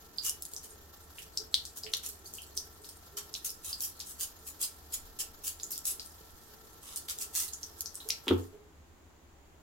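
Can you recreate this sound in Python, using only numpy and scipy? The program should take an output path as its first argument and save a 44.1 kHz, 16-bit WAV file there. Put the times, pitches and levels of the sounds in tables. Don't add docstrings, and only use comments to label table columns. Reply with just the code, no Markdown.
import sys
import numpy as np
from scipy import signal
from scipy.fft import rfft, irfft, next_fast_len
from scipy.io import wavfile
from scipy.ndimage import uniform_filter1d

SR = 44100
rng = np.random.default_rng(int(sys.argv[2]) if len(sys.argv) > 2 else 0)


def to_wav(s):
    ch = np.atleast_2d(s).T
    pcm = np.round(np.clip(ch, -1, 1) * 32767)
    wavfile.write(sys.argv[1], SR, pcm.astype(np.int16))


N = 424235
TIME = np.arange(N) / SR

# start_s, level_db (before the shared gain), pitch_hz, violence (1 is usual, less rings purer)
AIR_POCKETS = [(0.1837, -18, 4830, 0.48), (0.564, -25.5, 6450, 1.07), (1.184, -33, 2880, 0.81),
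               (1.374, -16, 5660, 1.15), (1.5423, -7.5, 4500, 1.68), (1.653, -28.5, 6900, 2.5),
               (1.835, -26, 5040, .8), (1.865, -32, 2940, 1.03), (1.9354, -18.5, 4100, 1.12),
               (1.9379, -14.5, 4900, 2.9), (2.258, -38.5, 4700, 0.41), (2.3842, -32.5, 3080, 0.46),
               (2.5749, -17.5, 5900, 0.71), (2.845, -39, 5150, 2.04), (3.340, -22.5, 5580, 1.07),
               (3.351, -26.5, 3970, 0.95), (3.493, -28.5, 5460, 0.55), (3.7291, -21, 4920, 0.43),
               (4.002, -26, 6030, 2.2), (4.01, -34, 4830, 1.9), (5.599, -34.5, 5130, 2.5),
               (5.6327, -21.5, 7140, 0.59), (5.758, -31.5, 5770, 1), (5.9962, -27, 5070, 1.28),
               (6.960, -22.5, 9900, 1.16), (7.086, -28.5, 4000, 2.15), (7.483, -37, 4370, .7),
               (7.535, -23.5, 7250, 1.26), (7.631, -24.5, 5900, 0.77), (7.8587, -24.5, 6150, 1.26),
               (7.954, -26.5, 8760, 0.89), (8.003, -34.5, 3990, 0.53), (8.1019, -25.5, 3100, 1.7),
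               (8.1045, -13.5, 5600, 1.2)]
# start_s, level_db (before the shared gain)
FLICKED_DROPS = [(0.295, -18), (0.423, -25), (0.4524, -28.5), (0.5356, -27.5), (0.692, -54), (1.9694, -28),
                 (2.063, -24), (2.09, -30.5), (2.3385, -30.5), (2.4196, -35.5), (3.504, -29),
                 (3.8064, -21.5), (3.878, -33), (5.7783, -24.5), (5.854, -21.5), (6.061, -35.5),
                 (7.187, -26), (7.352, -23), (7.8074, -20), (8.0887, -21.5)]
# start_s, click_db, thump_db (before the thump and rattle gains), contact_s
LEVER_BLOWS = [(8.269, -29, -20.5, 0.015), (8.2816, -3.5, -46, 0.0088), (8.301, -15, -22, 0.0058),
               (8.3075, -35, -13, 0.003)]
# frequency_hz, relative level_db
DROP_TONE = [(1100, -40), (2200, -26.5), (3500, -8), (7000, 3), (12000, 5), (16000, -4.5)]
# time_s, level_db
WATER_FLOW = [(0, -2.5), (8.25, -1.1), (8.4, 1), (8.6, -22), (9.62, -41)]


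def amp(db):
    return 10 ** (np.asarray(db) / 20)


def unit(x):
    return x / np.sqrt(np.mean(x ** 2) + 1e-20)


def read(points, hz):
    f, value = np.transpose(points)
    return np.interp(np.log(hz + 1), np.log(f + 1), value)


def level(curve):
    return amp(np.interp(TIME, *np.transpose(curve)))


def add(mix, s, sound):
    part = mix[:, max(round(s * SR), 0):][:, :sound.shape[-1]]
    part += sound[..., :part.shape[1]]


def place(sound, pan_db, lag):
    ratio = amp(np.clip(pan_db, -7, 7))
    left, right = unit(np.array([ratio, 1]))
    return np.array([left * np.roll(sound, max(lag, 0)), right * np.roll(sound, max(-lag, 0))])


def band(x, low_hz, high_hz, order=4):
    sos = signal.butter(order, [low_hz, min(high_hz, SR / 2 - 1)], "band", fs=SR, output="sos")
    return signal.sosfilt(sos, x)


def colour(x, spectrum, size=2048):
    hz = abs(np.fft.fftfreq(size, 1 / SR))
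    log_gain = np.log(amp(np.maximum(read(spectrum, hz), -100)))
    taps = np.fft.ifft(np.exp(np.conj(signal.hilbert(log_gain)))).real[:size // 2]
    return signal.oaconvolve(x, taps[None] / np.linalg.norm(taps), axes=1)[:, :x.shape[1]]


def diffuse(gain):
    # frequency_hz, likeness (0-1)
    likeness = [(80, 0.87), (300, 0.71), (700, 0.32), (2000, 0)]
    size = next_fast_len(N)
    hz = np.fft.rfftfreq(size, 1 / SR)
    a, b = rfft(rng.standard_normal((2, size)))
    alike = np.clip(read(likeness, hz), 0, 1)
    sides = np.array([a, alike * a + np.sqrt(1 - alike ** 2) * b])
    return unit(irfft(sides * gain(hz), size)[:, :N])


def room(x, wet_db, early_db, count=8):
    # frequency_hz, fade_s
    room_fade = [(200, 0.27), (1400, 0.32), (4000, 0.23), (9000, 0.2), (15000, 0.2)]
    taps = rng.choice([-1., 1.], (2, SR // 2)) * (rng.random((2, SR // 2)) < .15)
    taps *= np.clip(TIME[:SR // 2] / 0.0028 - .5, 0, 1)
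    hz, t, z = signal.stft(taps, SR, nperseg=256)
    fade = amp(-60 * t / read(room_fade, hz)[:, None])
    tail = signal.istft(z * fade, SR, nperseg=256)[1]
    response = amp(wet_db) * tail / np.linalg.norm(tail[0])
    for side in response:
        delays = (rng.uniform(.0012, .014, count) * SR).astype(int)
        side[delays] += amp(early_db) * rng.choice([-1, 1], count) / np.sqrt(count)
    response[:, 0] += 1
    return signal.oaconvolve(x, response, axes=1)[:, :N]


def bubble(hz, sweep_hz, swell_s, onset=1.9):
    u = np.arange(0, 18, 1 / (swell_s * SR))
    pitch = hz + sweep_hz * np.tanh((u - 1.15) * 0.59)
    swell = (u * np.exp(1 - u)) ** onset
    return swell * np.sin(2 * np.pi * (np.cumsum(pitch) / SR + rng.random()))


def splat(decay_s):
    t = TIME[:176]
    return unit(rng.standard_normal(len(t)) * np.exp(-t / decay_s))


def air(air_db=-58):
    # frequency_hz, relative level_db
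    air_tone = [(45, -10), (75, 1), (95, -7.5), (118, -23), (150, -11), (195, -17), (330, -12),
                (500, -19.5), (900, -20), (2200, -28), (5600, -35.5), (7000, -28.5), (8600, -40.5),
                (16000, -38.5)]
    return amp(air_db) * diffuse(lambda hz: amp(read(air_tone, hz)))


def rumble(s=4.94, db=-54, hz=27, width_hz=14, decay_s=0.48):
    since = np.maximum(TIME - s, 0)
    swell = np.minimum(since / .01, 1) * np.exp(-since / decay_s)
    return amp(db) * swell * diffuse(lambda f: 1 / (1 + ((f - hz) / width_hz) ** 2))


def drain(gain_db=-2, swell_s=0.011, rough=0.68, gurgle_db=-63, gurgle_hz=432, spread_hz=32, count=60):
    # start_s, level_db (before the shared gain), pitch_hz
    gulps = [(1.387, -52.5, 430), (1.839, -48, 432), (3.129, -53.5, 404.4), (8.053, -51, 438),
             (8.525, -48.5, 417)]
    out = np.zeros((2, N))
    gurgles = [(rng.uniform(0, LEVER_BLOWS[0][0]), gurgle_db, gurgle_hz + spread_hz * rng.standard_normal())
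               for _ in range(count)]
    for s, db, hz in gulps + gurgles:
        add(out, s, amp(db + gain_db) * bubble(hz, 4.9, swell_s, onset=0.22))
    return out * (1 + rough * unit(uniform_filter1d(rng.standard_normal(N), 250)))


def hammer(s=8.298, db=-29.5, hz=91, swell_s=0.039):
    out = np.zeros((2, N))
    add(out, s, amp(db) * bubble(hz, 0, swell_s, onset=1.2))
    return out


def lever(thump_db=-9, rattle_db=-20, rattle_s=0.0084, chatter_db=4):
    # pitch_hz, relative level_db, fade_s (time to fall by 60 dB)
    basin_tones = [(227, -6.5, 0.23), (268, -1, 0.26), (286.8, 3, 0.16), (335, 6, 0.1), (359, 4, 0.14),
                   (390, 1, 0.16), (430, -8.5, 0.31), (491.6, -8, 0.25), (730, -25, 0.22), (868, -23, 0.35),
                   (916, -27, 0.29), (1077, -21, 0.17), (1317, -17.5, 0.21)]
    # frequency_hz, relative level_db
    click_tone = [(400, -18), (1200, -10), (1900, -8), (2600, -2), (3350, 6), (4100, -6), (5500, -16.5),
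                  (16000, -24)]
    clicks, thumps, shake = np.zeros((2, N)), np.zeros((2, N)), np.zeros((1, N))
    t = TIME[:SR]
    ring = sum(amp(db - 60 * t / fade_s) * np.sin(2 * np.pi * hz * t) for hz, db, fade_s in basin_tones)
    for s, click_db, blow_db, contact_s in LEVER_BLOWS:
        add(clicks, s, amp([click_db]))
        softened = ring * (1 - np.exp(-t / contact_s))
        add(thumps, s, amp(blow_db + thump_db) * softened)
        add(shake, s, amp(blow_db + rattle_db) * np.exp(-t / rattle_s))
    chatter = amp(chatter_db * unit(uniform_filter1d(rng.standard_normal(N), 200)))
    rattle = shake * unit(chatter) * diffuse(lambda hz: 1 / (1 + ((hz - 1100) / 400) ** 2))
    body = band(thumps + rattle, 193, 2500, order=6)
    metal = room(colour(clicks, click_tone), wet_db=-2, early_db=-3)
    return metal + room(body, wet_db=-5.5, early_db=-27)


def stream(hiss_db=-57, flutter_db=2.5):
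    # frequency_hz, relative level_db
    hiss_tone = [(150, -1.5), (400, -8.5), (1000, 2), (1600, 0.5), (2200, -15.5), (3200, -2), (5000, 0),
                 (7500, -3.5), (8800, -31.5), (10800, -3.5), (12000, 4), (16000, -5.5)]
    # pitch_hz, width_hz, level_db (before the flow)
    pipe_tones = [(446, 16, -70), (790, 140, -69), (1341, 15, -68), (1808, 40, -73)]
    flutter = unit(uniform_filter1d(uniform_filter1d(rng.standard_normal(N), 500), 300))
    hiss = amp(hiss_db + flutter_db * flutter) * diffuse(lambda hz: amp(read(hiss_tone, hz)))
    pipe = sum(amp(db) * diffuse(lambda hz: 1 / (1 + ((hz - f) / width) ** 2)) for f, width, db in pipe_tones)
    return (hiss + pipe) * level(WATER_FLOW)


def splashing(calm_db=-8, stirred_db=8, stir_s=0.026, settle_s=0.039):
    t = TIME[::256]
    since = np.array([t - row[0] for row in AIR_POCKETS + FLICKED_DROPS])
    stir = np.exp(np.minimum(since / stir_s, -since / settle_s)).max(axis=0)
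    return level(np.c_[t, calm_db + (stirred_db - calm_db) * stir]) * level(WATER_FLOW)


def trickle(bubbles_db=-65.0, spatter_db=-60.0, bubbles_per_s=300, spatter_per_s=500, spread_db=10.0, count=36):
    size = amp(spread_db * np.minimum(rng.exponential(1, N), 2.5))
    born = rng.random(N) < bubbles_per_s / SR
    kind = rng.integers(0, count, N)
    bubbles = np.zeros((2, N))
    for k, hz in enumerate(np.linspace(4200, 9000, count)):
        ring = bubble(hz, 0.04 * hz, rng.uniform(0.0001, 0.00241))
        ring = place(ring, rng.normal(0, 2.3), rng.integers(-5, 6))
        for i in np.flatnonzero(born & (kind == k)):
            add(bubbles, i / SR, size[i] * ring)
    hits = size * (rng.random(N) < spatter_per_s / SR)
    spatter = colour(hits * rng.standard_normal((2, N)), DROP_TONE)
    return (amp(bubbles_db) * unit(bubbles) + amp(spatter_db) * unit(spatter)) * splashing()


def drops(gain_db=-9):
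    out = np.zeros((2, N))
    for s, db in FLICKED_DROPS:
        add(out, s, amp(db + gain_db) * place(splat(decay_s=0.0012), 0, rng.integers(-3, 4)))
    return colour(out, DROP_TONE)


def pops(gain_db=-7.5, crack_db=-10, snap_db=-17, swell_s=.0008, sweep=0.24, pan_db=1.0, wet_db=-6, early_db=-7,
         nearness=0.21):
    out = np.zeros((2, N))
    for s, db, hz, violence in AIR_POCKETS:
        violence = max(violence, .1)
        swell = swell_s / violence ** .5
        ring = bubble(hz * (1 - sweep * violence / 4), sweep * violence * hz, swell)
        lag, side_db = rng.integers(-2, 3), rng.normal(pan_db, 2.3)
        burst = place(np.sqrt(2) * ring, side_db, lag)
        crack = min(violence, 1) * unit(band(splat(decay_s=0.00038), 0.67 * hz, 1.45 * hz, order=3))
        add(burst, swell / 2, amp(crack_db) * place(crack, side_db, -lag))
        snap = colour(place(splat(decay_s=0.0016), 0, lag), DROP_TONE)
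        add(burst, swell / 2, min(violence, 1) ** 2 * amp(snap_db) * snap)
        burst *= np.sqrt(0.0039 * SR / np.sum(burst ** 2))
        add(out, s, amp(db + gain_db) * room(burst, wet_db - nearness * db, early_db))
    return out


def brush(snaps_per_s=4000, clump_db=4.0, hollow_db=3.5, alike=0.48, beads_db=-6, wet_db=-1, early_db=-5,
          size=50, count=6):
    # start_s, length_s, level_db, hardest_push (place in the stroke, 0-1), tilt_db (per octave)
    strokes = [(0.214, 0.086, -32.5, 0.72, -0.2), (0.626, 0.03, -46.5, .5, 1),
               (1.217, 0.016, -45.5, 0.65, -2), (1.758, 0.034, -40.5, 0.47, .5),
               (2.023, 0.06, -42, 0.3, -1.5), (2.338, 0.029, -46, 0.4, 3), (2.567, 0.015, -37, 0.3, 3.5),
               (2.886, 0.011, -41.5, .3, -0.5), (3.166, 0.027, -35.5, 0.48, -2.8),
               (3.444, 0.046, -34, 0.07, 1.5), (3.628, 0.14, -40.5, 0.21, 0), (3.798, 0.082, -34, 0.43, 3),
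               (4.047, 0.11, -46, 0.24, 1.5), (4.174, 0.069, -33.5, 1, 1), (4.442, 0.075, -43.5, 0.52, 1),
               (4.588, 0.078, -31.5, 0.64, 1.2), (4.915, 0.045, -34, 0.7, 0.1),
               (5.184, 0.042, -33, 0.62, 0.5), (5.427, 0.06, -32.5, 0.9, 1.3),
               (5.701, 0.05, -35.5, 0.41, 3), (5.839, 0.096, -32.5, 0.44, 2), (6.805, 0.2, -50, 0.4, -3.5),
               (6.957, 0.024, -37.5, 0.65, 0.5), (7.079, 0.052, -36, 0.33, -1.5),
               (7.198, 0.063, -37, 0.02, -1), (7.323, 0.15, -32.5, 0.38, -0.1)]
    # frequency_hz, relative level_db
    bristle_tone = [(500, -27.5), (1150, -6.5), (1700, -10.5), (2300, -8.5), (3000, 0), (4200, -1.5),
                    (5500, 4.5), (8000, 6.5), (13000, 5.5), (16000, 0)]
    tufts = amp(clump_db * unit(uniform_filter1d(rng.standard_normal(N), 110)))
    snaps = rng.standard_normal((3, N)) * (rng.random((3, N)) < snaps_per_s / SR)
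    snaps = (snaps[:2] + alike * snaps[2]) * tufts
    out, hz = np.zeros((2, N)), np.geomspace(500, 16000, size)
    for s, length, db, crest, tilt_db in strokes:
        u = np.linspace(0, 1, max(round(length * SR), 2))
        push = np.interp(u, [0, np.clip(crest, .05, .95), 1], [0, np.pi / 2, np.pi])
        force = np.sin(push).clip(0) ** 1.44
        scrape = unit(force * snaps[:, round(s * SR):][:, :len(u)]) * np.sqrt(np.mean(force ** 2))
        tone = read(bristle_tone, hz) + tilt_db * np.log2(hz / hz.mean())
        shapes = rng.standard_normal((2, size))
        first, last = (colour(scrape, np.c_[hz, tone + hollow_db * shape]) for shape in shapes)
        stroke = (1 - u) * first + u * last
        for at, pitch, strength in rng.random((count, 3)):
            bead_hz = 4200 * 2.3 ** pitch
            bead_gain = amp(beads_db) * 2 * strength * np.interp(at, u, force)
            add(stroke, at * length, bead_gain * bubble(bead_hz, 0.15 * bead_hz, 0.0012))
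        add(out, s, amp(db) * room(stroke, wet_db, early_db))
    return out


def scene():
    background = air() + rumble()
    splashes = room(drops() + drain(), wet_db=-6.5, early_db=-4.0)
    runoff = room(trickle(), wet_db=1.0, early_db=-0.5)
    return background + splashes + hammer() + lever() + stream() + runoff + pops() + brush()


def record(dry, edge_hz=16100):
    taps = signal.firwin(511, edge_hz, window=("kaiser", 9), fs=SR)
    return signal.oaconvolve(dry, taps[None], "same")


dry = scene()
out = record(dry)
to_wav(out)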